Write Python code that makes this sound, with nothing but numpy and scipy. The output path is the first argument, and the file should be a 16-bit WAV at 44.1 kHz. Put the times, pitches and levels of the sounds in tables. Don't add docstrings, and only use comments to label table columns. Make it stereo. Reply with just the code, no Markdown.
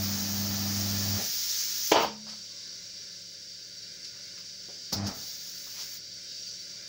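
import sys
import numpy as np
from scipy import signal
from scipy.fft import rfft, irfft, next_fast_len
from scipy.io import wavfile
from scipy.ndimage import uniform_filter1d

SR = 44100
rng = np.random.default_rng(int(sys.argv[2]) if len(sys.argv) > 2 else 0)


def voltage_ratio(level):
    return 10 ** (np.asarray(level, float) / 20)


def log_audio(samples):
    frames = np.atleast_2d(samples).T
    limited = np.clip(frames, -1, 1)
    pcm = np.round(limited * 32767).astype(np.int16)
    wavfile.write(sys.argv[1], SR, pcm)


N = 303403
T = np.arange(N) / SR
SIZE = next_fast_len(N)
HZ = np.arange(SIZE // 2 + 1) * SR / SIZE + 1


def tone(points):
    hz, db = np.transpose(points)
    return voltage_ratio(np.interp(np.log(HZ), np.log(hz), db, left=-120, right=-120))


def peaks(rows, narrow=0.79):
    power = 0
    for hz, wide, db in rows:
        power = power + voltage_ratio(2 * db) / (1 + (2 * (HZ - hz) / (narrow * wide)) ** 2) ** 2
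    return np.sqrt(power)


def noise(gain, lo, hi):
    z = rfft(rng.standard_normal(SIZE)) * gain
    inside = (HZ > lo) & (HZ < hi)
    power = 2 * np.sum(np.abs(z[inside]) ** 2) / SIZE ** 2
    return irfft(z, SIZE)[:N] / np.sqrt(power)


def walk(rate):
    k = int(SR / rate)
    steps = np.repeat(rng.standard_normal(N // k + 1), k)
    drift = uniform_filter1d(uniform_filter1d(steps, k), k)[:N]
    return drift / drift.std()


def turbulent(gain, lo, hi, shared_db, own_db, rate):
    spectrum, shared, out = rfft(noise(gain, lo, hi), SIZE), walk(rate), 0
    place = np.log2(HZ / 60) * 1.5
    for band in range(-1, 14):
        share = np.cos(np.pi / 2 * np.clip(place - band, -1, 1)) ** 2
        flutter = voltage_ratio(shared_db * shared + own_db * walk(2 * rate))
        out = out + irfft(spectrum * share, SIZE)[:N] * flutter
    return out


def even(x, s):
    return x / np.sqrt(uniform_filter1d(x ** 2, int(s * SR)) + 1e-9)


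def spell(s, held, rise, t60, sag_db=0.):
    t = T - s
    swell = np.exp(np.minimum(t, 0) / abs(rise) * 3)
    return swell * voltage_ratio(-sag_db * np.clip(t, 0, held) - 60 * np.maximum(t - held, 0) / abs(t60))


def whisper():
    return voltage_ratio(-85 + 2.5 * walk(6.)) * noise(peaks([(12400, 3000, 0)]), 0, SR)


# multiple of the shaft rate, rms level in dB.
COMPRESSOR_TONES = [(3, -68.5), (5, -68), (9, -76), (11, -78), (14, -74), (16, -72)]


def compressor():
    shaft_hz = 35.85
    turn = 2 * np.pi * (shaft_hz * T + np.cumsum(0.19 * walk(5.9)) / SR)
    out = 0
    for k, db in COMPRESSOR_TONES:
        out = out + np.sqrt(2) * voltage_ratio(db + 1.3 * walk(14)) * np.sin(k * turn + k)
    return out


# frequency in Hz, level in dB per Hz.
GEAR_TONE = [(20, -18), (40, -9.5), (80, 2.5), (150, 3.5), (250, 4.5), (400, -8.5), (650, -1.5),
             (950, -7.5), (1500, -6.5), (3000, -12.5), (4000, -30)]
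# frequency in Hz, width in Hz, level in dB.
HOUSING_RINGS = [(404, 62, -3), (659.4, 44, 2), (785, 21, 3.5), (833, 32, -2), (1107, 26, -4.5),
                 (1307, 170, -8.5), (1350, 26, -9), (1741, 45, -2), (1890, 42, -18), (1884, 47, -5.5),
                 (2060, 30, -19), (2210, 55, -17), (2500, 43, -2), (2700, 16, -7), (2810, 32, -41),
                 (3080, 57, -2)]
# motor pulls in seconds, lets go in seconds, hum in dB, gears in dB,
# how much earlier the gears catch in seconds.
PEDAL_PRESSES = [
    (0., 1.165, -0.5, -49.5, .001),
    (4.967, 5.06, 0, -46, .042),
]
HUM_LEVELS = [-37, -37, -50.5]
HUM_LINGER = [.001, 0.031, .001]
# time in seconds, dB added to the lowest hum.
MOTOR_STRAIN = [(0, 1.5), (.14, -2.5), (.2, -7), (.36, -1.5), (.6, -0.2), (1.05, 1.7), (1.16, 4),
                (4.97, -4), (5.05, 2.5)]


def motor():
    hum_hz, hum_rise_s, hum_t60_s = 100, 0.022, 0.091
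    gear_t60_s, gear_gain_db_per_s = 0.37, 2
    garage_db, garage_t60_s = -16, 1.35
    turn = 2 * np.pi * hum_hz * (T - .0017) + 0.031 * walk(4.6)
    hum = 0
    for k in range(3):
        pull = 0
        for on, off, db, _, _ in PEDAL_PRESSES:
            pull = pull + voltage_ratio(db) * spell(on, off - on + HUM_LINGER[k], hum_rise_s, hum_t60_s)
        pull = pull * voltage_ratio(HUM_LEVELS[k])
        if k == 0:
            pull = pull * voltage_ratio(np.interp(T, *np.transpose(MOTOR_STRAIN)))
        waver = voltage_ratio((.5 + 0.25 * k) * walk(18.0))
        hum = hum - np.sqrt(2) * pull * waver * np.cos((k + 1) * turn)

    gears = 0
    for on, off, _, db, lead in PEDAL_PRESSES:
        held = off - on + lead + 0.038
        gears = gears + voltage_ratio(db) * spell(on - lead, held, 0.0067, gear_t60_s, -gear_gain_db_per_s)
        gears = gears + voltage_ratio(db + garage_db) * spell(off, 0, 0.042, garage_t60_s)
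    gain = np.sqrt(tone(GEAR_TONE) ** 2 + voltage_ratio(2 * 2.0) * peaks(HOUSING_RINGS, 0.54) ** 2)
    rumble = turbulent(gain, 330, 1140, shared_db=-0.28, own_db=.5, rate=10.0)
    dull = irfft(rfft(rumble, SIZE) / np.sqrt(1 + (HZ / 1760.0) ** 4), SIZE)[:N]
    rumble = np.where(T < 3, rumble, dull)
    return hum + gears * rumble * (1 + 0.048 * np.cos(turn))


# time in seconds, peak in dB, centre in Hz,
# rise in seconds, 60 dB decay in seconds.
BRUSH_STROKES = [(1.185, -42, 500, .01, 0.23), (2.269, -51.5, 1200, .01, .41),
                 (2.29, -49.5, 4270, .011, 0.38), (2.335, -52, 1210, .005, 0.07),
                 (4.14, -61, 1900, .025, 0.47), (4.045, -52, 3300, .008, .2), (4.38, -54, 2300, 0.027, .3),
                 (4.686, -51, 480, .003, 0.26), (4.75, -56.5, 400, 0.022, 0.32),
                 (4.927, -40, 704, 0.0042, 0.33), (5.085, -46, 650, .02, .3), (5.669, -53, 1200, .004, .13),
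                 (5.77, -48.5, 2840, 0.08, 0.33), (5.81, -55, 1000, 0.13, 0.17),
                 (5.82, -45, 4300, 0.071, 0.15)]
# time in seconds, peak in dB, rise in seconds, 60 dB decay in seconds.
AIR_PUFFS = [
    (.04, -37.5, 0.057, 0.54),
    (2.3, -39.5, .015, .15),
    (4.046, -38.5, 0.0087, .19),
    (4.928, -27.5, 0.0095, 0.24),
    (5.8, -40, 0.079, .5),
]
# time in seconds, level in dB, centre in Hz, width in Hz,
# 60 dB decay in seconds.
RUB_RINGS = [
    (1.918, -29, 335, 120, 0.24),
    (2.06, -56, 83, 50, .3),
    (4.927, -39, 190, 260, 0.28),
    (2.5, -70.5, 1100, 130, 2.3),
    (4.59, -58, 110, 60, .25),
]


def scuffs():
    rows = [(s, db, hz, 1.28 * hz, rise, t60) for s, db, hz, rise, t60 in BRUSH_STROKES]
    rows += [(s, db, 5130, 1750, rise, t60) for s, db, rise, t60 in AIR_PUFFS]
    rows += [(s, db, hz, wide, .004, t60) for s, db, hz, wide, t60 in RUB_RINGS]
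    out = np.zeros(N)
    for s, db, hz, wide, rise, t60 in rows:
        no_bass = np.minimum(2.26 * HZ / hz, 1) ** 3
        grain = even(noise(peaks([(hz, wide, 0)]) * no_bass, 0, SR), .01)
        out += voltage_ratio(db + 1.5 * walk(120.)) * spell(s, 0, rise, t60) * grain
    return out


# frequency in Hz, level in dB per Hz.
JET_TONE = [(120, -61.5), (200, -26.5), (464, -24), (508, -26), (760, -31.5), (1410, -18.5), (1670, -16.5),
            (2730, -15.5), (5570, 0), (6570, -2), (8030, -19.5), (11000, -20.5), (13400, -22), (15000, -12),
            (15800, -9)]
# fully open in seconds, held in seconds, level in dB,
# brightness in dB, opening time in seconds.
BEAD_GAPS = [
    (0., 1.912, -52, 14.5, .01),
    (1.1, 0.68, -67, -4, .1),
    (1.917, .001, -46.5, -8, .002),
    (2.03, .005, -57.5, 17, 0.13),
    (4.927, .003, -49, 12, .004),
    (5.07, .006, -53.5, 4, .012),
    (5.155, 0.787, -61.5, 11, 0.067),
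    (5.82, 0.016, -69, 1, 0.1),
    (5.95, .02, -63, 12, 0.028),
]


def leak():
    flow, bright = 0, 0
    for s, held, db, bright_db, rise in BEAD_GAPS:
        gap = voltage_ratio(db) * spell(s, held, rise, .11)
        flow = flow + gap
        bright = bright + gap * voltage_ratio(bright_db)
    top = 1 / (1 + (13900 / HZ) ** 40)
    gain = tone(JET_TONE)
    body = turbulent(gain * (1 - top), 8360, 14040, shared_db=.5, own_db=1.0, rate=14.)
    edge = noise(gain * top, 14200, 16210) * voltage_ratio(1.1 * walk(12.))
    return voltage_ratio(.3 * walk(3.75)) * (flow * body + bright * edge)


# frequency in Hz, level in dB.
RIM_MODES = [(324, -5), (423, -2), (458, -2), (578, -0.5), (675, 0), (797, 1.5), (891, 4.5), (926, 3.5),
             (988, 2), (1043, -14), (1174, -23), (1239, -5), (1294, -11), (1440, -27), (1707, -12),
             (2353, -18), (2568, -27), (2767, -6), (2999, -1), (3241, -6.5), (3365, -27), (3580, -13)]
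# frequency in Hz, level in dB per Hz.
POP_COLOUR = [(24, -65), (40, -30), (263, -9.5), (321, -6), (369, -15), (418, -4.5), (488, -4.5), (904, -7),
              (1600, -11.5), (2080, -52), (3520, -120)]
# time in seconds, peak in dB.
BEAD_JOLTS = [(1.916, -12), (1.942, -17), (1.955, -16.5), (1.964, -22), (1.982, -21), (1.991, -30),
              (2.006, -23), (2.031, -25), (2.044, -20.5)]
# time in seconds, held in seconds, body in dB, rim edge in dB,
# 60 dB decay in seconds.
BEAD_SEATING = [
    (1.918, .004, -19.5, -23.5, 0.12),
    (1.96, 0.08, -23, -29.5, 0.29),
]
SEATING_RISE = [0.0026, 0.02]


def bead():
    body_gain, edge_gain = 0, 0
    for (s, held, body_db, edge_db, t60), rise in zip(BEAD_SEATING, SEATING_RISE):
        blow = spell(s, held, rise, t60, 83)
        body_gain = body_gain + voltage_ratio(body_db) * blow
        edge_gain = edge_gain + voltage_ratio(edge_db) * blow
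    rings = peaks([(hz, 20, db) for hz, db in RIM_MODES])
    body = noise(tone(POP_COLOUR) * (.5 + rings), 250, 1300)
    edge = noise((voltage_ratio(-13.0) + rings) / (1 + (1700 / HZ) ** 8) / (1 + (HZ / 4000) ** 6), 1600, 3700)
    out = body_gain * even(body, .012) + edge_gain * even(edge, 0.014)

    t = T[:SR // 10]
    knock = np.zeros(len(t))
    for k, (hz, db) in enumerate(RIM_MODES):
        knock += (-1) ** k * voltage_ratio(db) * np.sin(2 * np.pi * hz * t) * min(710.0 / hz, 1)
    high_pass = signal.butter(2, 230, "high", fs=SR, output="sos")
    knock = signal.sosfilt(high_pass, knock * np.exp(-t / 0.0035))
    for s, db in BEAD_JOLTS:
        i = int(s * SR)
        out[i:i + len(t)] += voltage_ratio(db) * knock / np.abs(knock).max()

    ring_s, ring_held_s = 2.05, 0.28
    ring_hz = 212 + 9.8 * np.clip(T - ring_s, 0, ring_held_s)
    turn = 2 * np.pi * np.cumsum(ring_hz) / SR
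    air_ring = np.sin(turn) + voltage_ratio(-14.0) * np.sin(.68 * turn)
    ring_gain = voltage_ratio(-44) * spell(ring_s, ring_held_s, 0.034, 0.46, 37)
    return out + np.sqrt(2) * ring_gain * air_ring


# frequency in Hz, wander in Hz, level in dB over the hiss.
CORE_WHISTLES = [(4634, 25, -15)]
EARLY_WHISTLES = [(10300, 35, -43), (11020, 25, -43)]
LATE_WHISTLES = [(7800, 30, -35), (14060, 35, -42)]


def whistle():
    def thin(rows):
        out = 0
        for hz, wander_hz, db in rows:
            turn = 2 * np.pi * np.cumsum(hz + wander_hz * walk(30.)) / SR
            out = out + voltage_ratio(db + 2.8 * walk(9.)) * np.sin(turn)
        return out
    shift_s = 4.92
    changing = np.where(T < shift_s, thin(EARLY_WHISTLES), thin(LATE_WHISTLES))
    return np.sqrt(2) * (thin(CORE_WHISTLES) + changing)


# time in seconds, level in dB.
AIR_FLOW = [(0, -43.5), (1, -36.5), (1.3, -39), (1.91, -40), (1.93, -31.5), (2.05, -37.5), (2.12, -42),
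            (2.32, -42.5), (3.5, -44.5), (4.9, -43), (5.03, -46.5), (5.07, -37.5), (5.14, -44.5),
            (5.2, -42), (5.64, -43.5), (5.9, -46), (6.4, -40.5), (6.88, -43.5)]
# frequency in Hz, level in dB per Hz.
HISS_TONE = [(1470, -63), (2500, -18), (3430, -15.5), (3760, -10.5), (4260, -8.5), (4460, -7.5), (4710, 0),
             (5750, -3), (9570, -32), (10700, -35.5), (13300, -54), (15100, -21), (15800, -16)]
# frequency in Hz, width in Hz, level in dB.
WHEEL_RINGS = [(2692, 20, -20), (2745, 43, -19), (2907, 41, -19), (3004, 48, -21), (3112, 31, -18),
               (3230, 61, -18), (3381, 39, -19), (3488, 33, -17), (3650, 50, -12), (3854, 29, -10),
               (3919, 35, -13), (4048, 42, -9), (4307, 41, -13), (4360, 32, -13), (4447, 23, -8),
               (4576, 81, 0), (4856, 26, -4), (4942, 36, -10), (5071, 45, -4), (5286, 25, -6),
               (5351, 66, -6), (5437, 23, -6), (5566, 35, -5), (5685, 80, -4), (5868, 25, -9),
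               (5997, 52, -11), (6137, 33, -14), (6245, 26, -15)]
# frequency in Hz, width in Hz, level in dB.
VALVE_RINGS = [(6580, 95, 0), (6958, 60, -5), (7205, 50, -4), (7373, 40, -9), (7800, 60, -10),
               (8227, 30, -14), (8330, 40, -11), (8392, 40, -13), (9001, 50, -20), (10298, 30, -13),
               (11020, 22, -12), (11714, 150, -26), (13587, 150, -29), (14061, 60, -20), (15695, 50, -6)]
# frequency in Hz, width in Hz, level in dB.
CAVITY_RINGS = [(880, 29, -24.5), (1083, 51, -18.5), (1152, 15, -41), (1395, 22, -11), (1447, 15, -2.5),
                (1567, 26, -7.5), (1630, 45, -8), (1746, 26, -4), (1870, 29, -10), (2036, 54, -6),
                (2110, 18, -13), (2200, 36, -4), (2330, 22, -5), (2377, 9.5, 0), (2740, 17, -14)]
# frequency in Hz, level in dB per Hz.
DRONE_TONE = [(12, -45), (20, 3), (54, -6), (180, 2), (240, -3.5), (319, -2), (453, -4.5), (567, 0),
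              (741, -16.5), (1160, -19.5), (1490, -1), (1900, -8.5), (2070, -1), (2700, -25), (3510, -20),
              (5940, -120)]
# time in seconds, level in dB.
CASING_LEVEL = [(0.0, -60), (6.88, -59)]


def fill():
    rings = peaks(WHEEL_RINGS, 0.73) ** 2 + voltage_ratio(2 * -13.) * peaks(VALVE_RINGS, 0.66) ** 2
    hiss_gain = np.sqrt(voltage_ratio(2 * -9.) * tone(HISS_TONE) ** 2 + rings)
    hiss = turbulent(hiss_gain, 2400, 11000, shared_db=0.0, own_db=0.57, rate=15.0)
    casing_gain = np.sqrt(voltage_ratio(2 * -9.) * tone(DRONE_TONE) ** 2 + peaks(CAVITY_RINGS, 0.88) ** 2)
    drone = turbulent(casing_gain, 60, 3000, shared_db=-1.1, own_db=.5, rate=8.)
    flow = voltage_ratio(np.interp(T, *np.transpose(AIR_FLOW)))
    return flow * (hiss + whistle()) + voltage_ratio(np.interp(T, *np.transpose(CASING_LEVEL))) * drone


def scene():
    duck = voltage_ratio(-4. * spell(2.106, 0.098, .1, 0.37))
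    background = duck ** 2 * whisper() + compressor()
    mono = background + motor() + scuffs() + leak() + bead() + duck * fill()
    return np.array([mono, mono])


def roll_off(x):
    return signal.sosfilt(signal.butter(12, 17120, fs=SR, output="sos"), x)


def record(dry):
    low_pass = signal.ellip(12, .2, 80, 15720, fs=SR, output="sos")
    return roll_off(signal.sosfilt(low_pass, dry))


dry = scene()
out = record(dry)
log_audio(out)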